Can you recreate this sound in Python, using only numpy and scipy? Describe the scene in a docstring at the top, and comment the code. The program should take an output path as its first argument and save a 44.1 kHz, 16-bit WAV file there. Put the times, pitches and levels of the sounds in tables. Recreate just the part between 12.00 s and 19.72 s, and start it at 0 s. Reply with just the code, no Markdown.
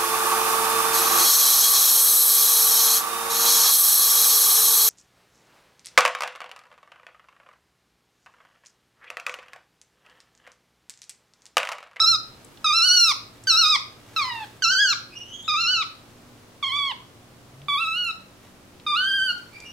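"""A quiet living room, microphone pair close to a capuchin monkey on a leather sofa, a little to the right.
Over low hum and rumble its vocal folds give five wavering squeaks, among small smacks and rustles of fur;
the fourth is low and hoarse, the face turned away. Thin peeps climb at 3.1 s, then four more squeaks
follow, the last three rounder as the mouth closes. A faint motor speeds up near 5.7 s, and at 7.5 s
two more peeps and a rustle end the scene."""
import sys
import numpy as np
from scipy import signal
from scipy.fft import rfft, irfft, next_fast_len
from scipy.io import wavfile
from scipy.ndimage import uniform_filter1d, map_coordinates

SR = 44100
rng = np.random.default_rng(int(sys.argv[2]) if len(sys.argv) > 2 else 0)


def waveform_to_disk(signal):
    """Save audio, clipped to [-1, 1], as 16-bit WAV at the path in sys.argv[1]."""
    frames = np.transpose(np.atleast_2d(signal))
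    scaled = np.clip(frames, -1, 1) * 32767
    samples = np.round(scaled).astype(np.int16)
    wavfile.write(sys.argv[1], SR, samples)


N = 340452

# the tune of each call: (time [s], pitch [Hz])
TUNE_1 = [(0.0, 1255), (0.029, 1385), (0.041, 1230), (0.066, 1353), (0.107, 1410), (0.172, 1188)]
TUNE_2 = [(0.643, 1281), (0.71, 1193), (0.772, 1394), (0.802, 1314), (0.862, 1507), (0.897, 1428),
          (0.934, 1487), (1.057, 1352), (1.126, 1158)]
TUNE_3 = [(1.47, 1548), (1.49, 1560), (1.498, 1406), (1.546, 1263), (1.598, 1463), (1.644, 1247),
          (1.664, 1228), (1.706, 1285), (1.767, 1131)]
TUNE_4 = [(2.162, 1367), (2.241, 1045), (2.306, 982), (2.308, 959), (2.433, 867), (2.449, 820)]
TUNE_5 = [(2.621, 1616), (2.65, 1326), (2.681, 1357), (2.727, 1569), (2.77, 1488), (2.81, 1693),
          (2.834, 1652), (2.874, 1470), (2.938, 1339)]
TUNE_6 = [(3.478, 1264), (3.552, 1202), (3.611, 1407), (3.656, 1335), (3.696, 1480), (3.726, 1518),
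          (3.782, 1319), (3.837, 1286)]
TUNE_7 = [(4.626, 1124), (4.706, 1048), (4.755, 1165), (4.867, 1110), (4.885, 1074), (4.925, 998)]
TUNE_8 = [(5.683, 1159), (5.769, 1128), (5.811, 1367), (5.868, 1264), (5.874, 1317), (5.927, 1307),
          (5.978, 1465), (6.022, 1449), (6.115, 1291)]
TUNE_9 = [(6.864, 1220), (6.946, 1173), (6.979, 1446), (7.096, 1609), (7.111, 1546), (7.16, 1606),
          (7.199, 1533), (7.25, 1569), (7.326, 1390)]
# one row per call: (tune, opening quaver [share of pitch], closing drop [share of pitch], release [s],
#   hoarseness [1 = usual], accent [dB], overtones (level [dB], swell [dB/octave of pitch]),
#   fundamental (level [dB], swell [dB/octave of pitch]), treble tilt (start [dB/octave], end [dB/octave]),
#   mouth opening (start [0-1], end [0-1]), lips (peak [Hz], gain [dB], hollow [Hz], gain [dB]))
SQUEAKS = [(TUNE_1, 0, 0, 0.03, 1.1, 1, (-26, 13), (-24, -31), (2.2, 3.2), (0.87, 0.8),
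           (4532, 6.5, 2662, -9.5)), (TUNE_2, 0.019, 0.24, 0.0043, 1.07, 0, (-23, 25), (-23.5, -15),
           (0, 5.5), (0.79, 0.83), (9200, 5.5, 8200, -1)), (TUNE_3, 0, 0.208, 0.0047, 1.27, 0, (-23.5, 4.8),
           (-21.5, 0), (2.1, .5), (0.99, 0.94), (7899.5, 5.5, 6499.5, -4.5)),
           (TUNE_4, 0, 0.066, 0.0019, 2.57, 1.7, (-36.5, 27.7), (-30.5, 20.3), (0, -4), (0.84, .034),
           (4220, 5, 3400, -6.5)), (TUNE_5, 0, 0.29, .005, .9, 0.97, (-22.5, 0.5), (-20, 13.4), (0.57, 1.2),
           (0.86, 0.81), (7002, 9, 9000, -6)), (TUNE_6, 0.03, 0.41, 0.0092, 0.82, 0, (-24, 27),
           (-24.5, -17), (-.8, -3.3), (0.86, 0.64), (7303, 8, 8500, -11.5)),
           (TUNE_7, .04, 0.27, 0.0013, 1.3, 1, (-29.5, 29), (-30.5, -3), (-1.4, -2), (.27, 0.26),
           (5800, 6, 5200, -4.5)), (TUNE_8, 0.017, .03, 0.0052, 0.8, 0.95, (-28, 3.6), (-29.5, -20),
           (1.8, 0.68), (0.022, 0.45), (9713, 0, 9000, -4)),
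           (TUNE_9, 0.014, 0, 0.015, 0.76, 0.49, (-25.5, 3), (-23, -4.5), (-0.74, 1.3), (0.33, 0.33),
           (4235, 5, 2318, -7.5))]
# colour of the throat, mouth wide and nearly shut: (frequency [Hz], gain [dB])
MOUTH_OPEN = [(800.0, 2.5), (1400.0, -5), (2200.0, 2.7), (2800.0, -12), (3400.0, -0.5), (4200.0, 6),
              (4900.0, 0.5), (5600.0, 6.5), (6600.0, -17), (8000.0, -26.5), (9300.0, -31), (11000.0, -38),
              (13000.0, -35), (15500.0, -39)]
MOUTH_SHUT = [(800, -4.5), (1400, -1), (2200, -9), (2800, 1.5), (3400, 3.5), (4200, -14), (4900, -13),
              (5600, -38.5), (6600, -31.5), (8000, -31), (9300, -42), (11000, -25.5), (13000, -69.5),
              (15500, -43)]
# slow flare and, at usual hoarseness, fast flutter of each partial: (frequency [Hz], depth [dB])
FLARE = [(1300, 1.85), (2800, .5), (6000, 1.5), (11000, 1)]
FLUTTER = [(1400, 1.3), (4000, 1.14), (9000, 2.6)]
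# the face turning away from the microphones: (time [s], turn [share, capped at 1])
FACE_TURN = [(0, 0), (2.17, 0.8), (2.26, 0), (2.48, 6), (2.62, 0.7), (3.5, 1.14), (4.6, 0.4), (5.8, 0.67),
             (7.3, 3.3)]
# shadow of the head when fully turned: (frequency [Hz], gain [dB])
HEAD_SHADOW = [(1000, -2.5), (2800, 1.5), (4000, -8), (5500, -18.5), (8000, -12), (11000, -0.5)]
# direct sound across the microphone pair: (frequency [Hz], left minus right [dB])
MIC_BALANCE = [(1200, -0.5), (1600, 1), (2400, -3.5), (3200, -8.5), (4300, -3.5), (5600, -3.5), (8000, 2),
               (12000, -0.5)]
# two runs of peeps climbing in steps: (start [s], end [s], pitch [Hz], relative level [dB])
PEEPS = [(3.095, 3.155, 2510, -47), (3.146, 3.239, 2850, -43.5), (3.242, 3.35, 3034, -44.5),
         (3.317, 3.432, 3240, -45.5), (3.431, 3.493, 3575, -45), (7.516, 7.648, 2350, -50.5),
         (7.644, 7.712, 2827, -44)]
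# smacks of lips and leather: (time [s], peak level [dB], centre [Hz])
SMACKS = [(0.447, -36, 7900), (0.573, -37.5, 3600), (1.438, -34, 6970), (3.189, -43, 7840),
          (3.426, -43, 8000), (5.617, -40.5, 2948), (6.798, -41, 2962), (7.38, -40, 5000),
          (7.489, -54, 6100), (7.602, -33, 5400)]
# the monkey shifts on the sofa: (middle [s], half length [s], level [dB])
SHIFTS = [(.6, 2.35, -61.5), (2.327, 0.21, -50.5), (3.8, 0.73, -63.5), (6.46, 0.046, -59),
          (7.55, 0.58, -57.5)]
# colour of fur on leather: (frequency [Hz], gain [dB])
RUSTLE_COLOUR = [(60, -20.5), (300, 6), (1500, 7), (5000, 0), (10000, -6.0), (15800, -10)]
# decay of the walls' tail: (frequency [Hz], time to fall 60 dB [s])
ROOM_T60 = [(500, 0.4), (1400, 0.38), (4500, 0.4039), (8000, 0.21), (15000, 0.51)]
# colour of that tail: (frequency [Hz], gain [dB])
ROOM_COLOUR = [(800, -11), (1400, -5.5), (2800, -10), (4500, -10.5), (8000, -3), (15000, -10.5)]
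# lines of an appliance's hum: (frequency [Hz], relative level [dB])
HUM = [(121, -76.5), (182, -75), (241, -64), (291, -64), (360, -66)]
# colour of the room tone: (frequency [Hz], relative density [dB])
AIR_COLOUR = [(20, -8), (40, -2), (63, -6), (90, 1.46), (115, 3), (160, -2), (500, -5), (950, -10),
              (1200, -9), (1700, -14), (2500, -15), (5000, -18.5), (10000, -24), (15800, -29)]
# how alike the room tone is at the two microphones: (frequency [Hz], correlation [0-1])
AIR_LIKENESS = [(60, 0.91), (130, 0.94), (300, 0.48), (600, 0.77), (1650, 0.17), (5000, 0.1)]


def squeak(tune, quaver, drop, release, hoarse, accent_db, overtones, fundamental, tilt, opening, lips,
           quaver_hz=20, quaver_s=0.13, drop_s=0.008, drop_db_per_octave=25, accent_s=0.039,
           waver=0.0032, jitter=0.0031, rasp_db=-39, onset_rasp_db=22.5):
    """The vocal folds give a stack of harmonics, shaped by the opening of the mouth and by the lips."""
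    t, gate = voiced(tune[0][0], tune[-1][0], attack=0.0021, release=release)
    age = t - t[0]
    overtone_db, overtone_swell_db = overtones
    fundamental_db, fundamental_swell_db = fundamental
    peak_hz, peak_db, hollow_hz, hollow_db = lips
    # the pitch quavers at the start and collapses as the push runs out
    held = curve(tune, t, smooth_s=0.023)
    shake = quaver * np.cos(2 * np.pi * quaver_hz * age) * np.exp(-(age / quaver_s) ** 2)
    collapse = 1 - drop * np.exp((t - t[-1]) / drop_s)
    unsteady = 1 + waver * wobble(t, 91.24) + hoarse * jitter * wobble(t, 700)
    pitch = held * (1 + shake) * collapse * unsteady
    phase = 2 * np.pi * np.cumsum(pitch) / SR
    # loudness follows pitch, with a push at the start and a fade in the drop
    octaves = np.log2(held / held.mean())
    push_db = accent_db * np.exp(-(age / accent_s) ** 2) + drop_db_per_octave * np.log2(collapse)
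    level_db = overtone_db + overtone_swell_db * octaves + push_db
    chest_db = fundamental_db + fundamental_swell_db * octaves + push_db
    mouth = np.linspace(*opening, len(t))
    tilt_db = np.linspace(*tilt, len(t))
    voice = np.zeros(len(t))
    for k in range(1, 16):
        hz = k * pitch
        throat_db = mouth * along(MOUTH_OPEN, hz) + (1 - mouth) * along(MOUTH_SHUT, hz)
        lips_db = peak_db * bump(hz, peak_hz) + hollow_db * bump(hz, hollow_hz)
        source_db = chest_db if k == 1 else level_db + tilt_db * np.log2(np.clip(hz / 3000, 1, 4))
        flutter_db = hoarse * along(FLUTTER, hz) * wobble(t, 110.1)
        flare_db = along(FLARE, hz) * wobble(t, 27.93)
        gain = amp(source_db + throat_db + lips_db + flutter_db + flare_db)
        voice += gain * (hz < SR / 2) * np.sin(k * phase)
    # air escapes once a cycle through the same throat, with a brief burst of rasp as each squeak starts
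    puffs = rng.standard_normal(len(t)) * (1 + np.cos(phase))
    wide, shut = (unit(filtered(puffs, lambda hz: amp(along(shape, hz)) * (hz > 1150)))
                  for shape in (MOUTH_OPEN, MOUTH_SHUT))
    breath = mouth * wide + (1 - mouth) * shut / 2
    rasp = hoarse * amp(level_db + rasp_db + onset_rasp_db * np.exp(-age / 0.025)) * breath
    return gate * (np.sqrt(2) * voice + rasp)


def monkey():
    """Nine squeaky calls from the sofa, close to the microphones."""
    track = np.zeros(N)
    for tune, *manner in SQUEAKS:
        add(track, tune[0][0], squeak(tune, *manner))
    return track


def peeps(jitter=0.024, flutter_db=3.0, octave_db=-11, lift_db=2):
    """Thin, wheezy whistles with a weak octave; each holds one note."""
    track = np.zeros(N)
    for start, end, hz, db in PEEPS:
        t, gate = voiced(start, end, attack=0.021, release=0.0073)
        phase = 2 * np.pi * np.cumsum(hz * (1 + jitter * wobble(t, 920))) / SR
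        tone = np.sin(phase) + amp(octave_db) * np.sin(2 * phase)
        add(track, start, gate * amp(db + lift_db + flutter_db * wobble(t, 63.6)) * tone)
    return track


def smacks(t60=0.012, attack_s=0.00043):
    """Lips and leather, close up: each smack is a short burst of noise in one broad resonance."""
    track, t = np.zeros(N), np.arange(SR // 16) / SR
    for s, db, hz in SMACKS:
        burst = rng.standard_normal(len(t)) * amp(-60 * t / t60) * (1 - np.exp(-t / attack_s))
        resonance = signal.iirpeak(hz, Q=1.7, fs=SR)
        tick = signal.lfilter(*resonance, signal.lfilter(*resonance, burst))
        add(track, s, amp(db) * tick / np.abs(tick).max())
    return track


def rustle(t, grain_db=3.5, clump_db=1.33):
    """Fur brushes over leather in fine, clumped grains; each shift swells and fades."""
    motion = sum(amp(db) * np.exp(-((t - s) / half_s) ** 2) for s, half_s, db in SHIFTS)
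    grains = rng.standard_normal(N) * amp(grain_db * wobble(t, 600) + clump_db * wobble(t, 25))
    return motion * unit(coloured(grains, RUSTLE_COLOUR))


def room(x, near_db=-5.5, near_t60=0.053, build_s=0.017):
    """The sofa and floor answer at once; the walls follow with a soft tail."""
    hz, t, spectra = signal.stft(rng.standard_normal((2, SR // 2)), SR, nperseg=256)
    decay = amp(-60 * t / along(ROOM_T60, hz)[:, None])
    tail = signal.istft(spectra * decay, SR, nperseg=256)[1]
    t = np.arange(tail.shape[1]) / SR
    tail *= 1 - np.exp(-t / build_s)
    tail = coloured(tail / np.linalg.norm(tail[0]), ROOM_COLOUR)
    # near reflections reach both microphones partly alike
    near = rng.standard_normal(len(t)) + 0.92 * rng.standard_normal(tail.shape)
    near *= amp(-60 * t / near_t60) * (t > .001)
    answer = tail + amp(near_db) * near / np.linalg.norm(near[0])
    return signal.fftconvolve(x[None], answer, axes=1)[:, :N]


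def motor(t, idle_hz=116, running_hz=187, idle_db=-62, running_db=-64,
          climb_at_s=5.68, climb_s=0.17, housing_hz=145.2, housing_db=12):
    """A faint, wandering drone idles, then swells as it speeds up through a resonance of its housing."""
    speed = (1 + np.tanh((t - climb_at_s) / climb_s)) / 2
    hz = idle_hz + (running_hz - idle_hz) * speed
    db = idle_db + (running_db - idle_db) * speed + housing_db * bump(hz, housing_hz)
    gain = np.sqrt(2) * amp(db + 3.4 * wobble(t, 9.3))
    wander = (1.8 - 0.6 * speed) * wobble(t, 4.5)
    return gain * np.sin(2 * np.pi * np.cumsum(hz) / SR + wander)


def hum(t, trim_db=-1):
    """An appliance hums alike in both microphones; each line drifts in level and phase."""
    track = np.zeros(N)
    for hz, db in HUM:
        gain = np.sqrt(2) * amp(db + trim_db + 2.36 * wobble(t, 2.846))
        track += gain * np.sin(2 * np.pi * hz * t + .8 * wobble(t, 6))
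    return track


def room_tone(t, level_db=-51):
    """Soft air all round the microphones: the rumble sits in the middle, the hiss is wide."""
    def mid_and_side(hz):
        angle = np.arccos(along(AIR_LIKENESS, hz)) / 2
        return amp(along(AIR_COLOUR, hz)) * [np.cos(angle), np.sin(angle)]
    mid, side = filtered(rng.standard_normal((2, N)), mid_and_side)
    return unit(np.array([mid + side, mid - side])) * amp(level_db + 0.11 * wobble(t, 3.65))


def amp(db):
    """Decibels to gain."""
    return 10 ** (np.asarray(db) / 20)


def unit(x):
    """Scale to rms 1."""
    return x / np.sqrt(np.mean(x ** 2) + 1e-20)


def along(points, hz):
    """Read (frequency [Hz], value) points on a log axis."""
    f, v = np.transpose(points)
    return np.interp(np.log(hz + 1), np.log(f + 1), v)


def bump(hz, centre_hz, width=.13):
    """A bell on a log-frequency axis, 1 at its centre."""
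    return np.exp(-(np.log((hz + 1) / centre_hz) / width) ** 2)


def curve(points, t, smooth_s=.008):
    """Read (time [s], value) points, with the corners rounded."""
    return uniform_filter1d(np.interp(t, *np.transpose(points)), int(smooth_s * SR))


def wobble(t, rate):
    """A smooth random curve, rate knots a second."""
    knots = (t - t[0]) * rate
    grid = np.arange(0, knots[-1] + 1, 1 / 10)
    return np.interp(knots, grid, map_coordinates(rng.standard_normal(int(knots[-1]) + 5), [grid + 1]))


def filtered(x, response):
    """Pass x through a response given as a function of frequency."""
    m = next_fast_len(x.shape[-1] + SR // 4)
    return irfft(rfft(x, m) * response(np.fft.rfftfreq(m, 1 / SR)), m)[..., :x.shape[-1]]


def coloured(x, colour):
    """Filter x by (frequency [Hz], gain [dB]) points."""
    return filtered(x, lambda hz: amp(along(colour, hz)))


def add(track, s, sound):
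    """Mix a sound into a track from time s."""
    part = track[int(s * SR):][:len(sound)]
    part += sound[:len(part)]


def voiced(start, end, attack, release):
    """Sample times of one call and the gate that starts and stops it."""
    t = np.arange(start, end, 1 / SR)
    ramp = np.minimum((t - start) / attack, (t[-1] - t) / release)
    return t, np.sin(np.pi / 2 * np.clip(ramp, 0, 1)) ** 2


def scene(left_lead_s=.000014, peep_direct_db=-4, peep_room_db=6):
    """The monkey is close, a little to the right; its head shades the direct calls, not their echo."""
    t = np.arange(N) / SR
    voice, whistles, movement = monkey(), peeps(), smacks() + rustle(t)
    turned = np.clip(curve(FACE_TURN, t), 0, 1)
    shaded = (1 - turned) * voice + turned * coloured(voice, HEAD_SHADOW)
    close = shaded + movement + amp(peep_direct_db) * whistles
    # the two microphones hear it at slightly unequal levels and times
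    sides = np.array([[1], [-1]]) / 2
    direct = filtered(close, lambda hz: amp(sides * along(MIC_BALANCE, hz))
                      * np.exp(2j * np.pi * hz * sides * left_lead_s))
    # the peeps arrive mostly by way of the room
    reflected = room(voice + movement + amp(peep_room_db) * whistles)
    return direct + reflected + room_tone(t) + hum(t) + motor(t)


def record(dry, top_hz=15830):
    """The recorder keeps nothing above its band limit."""
    return filtered(dry, lambda hz: hz < top_hz)


dry = scene()
out = record(dry)
waveform_to_disk(out)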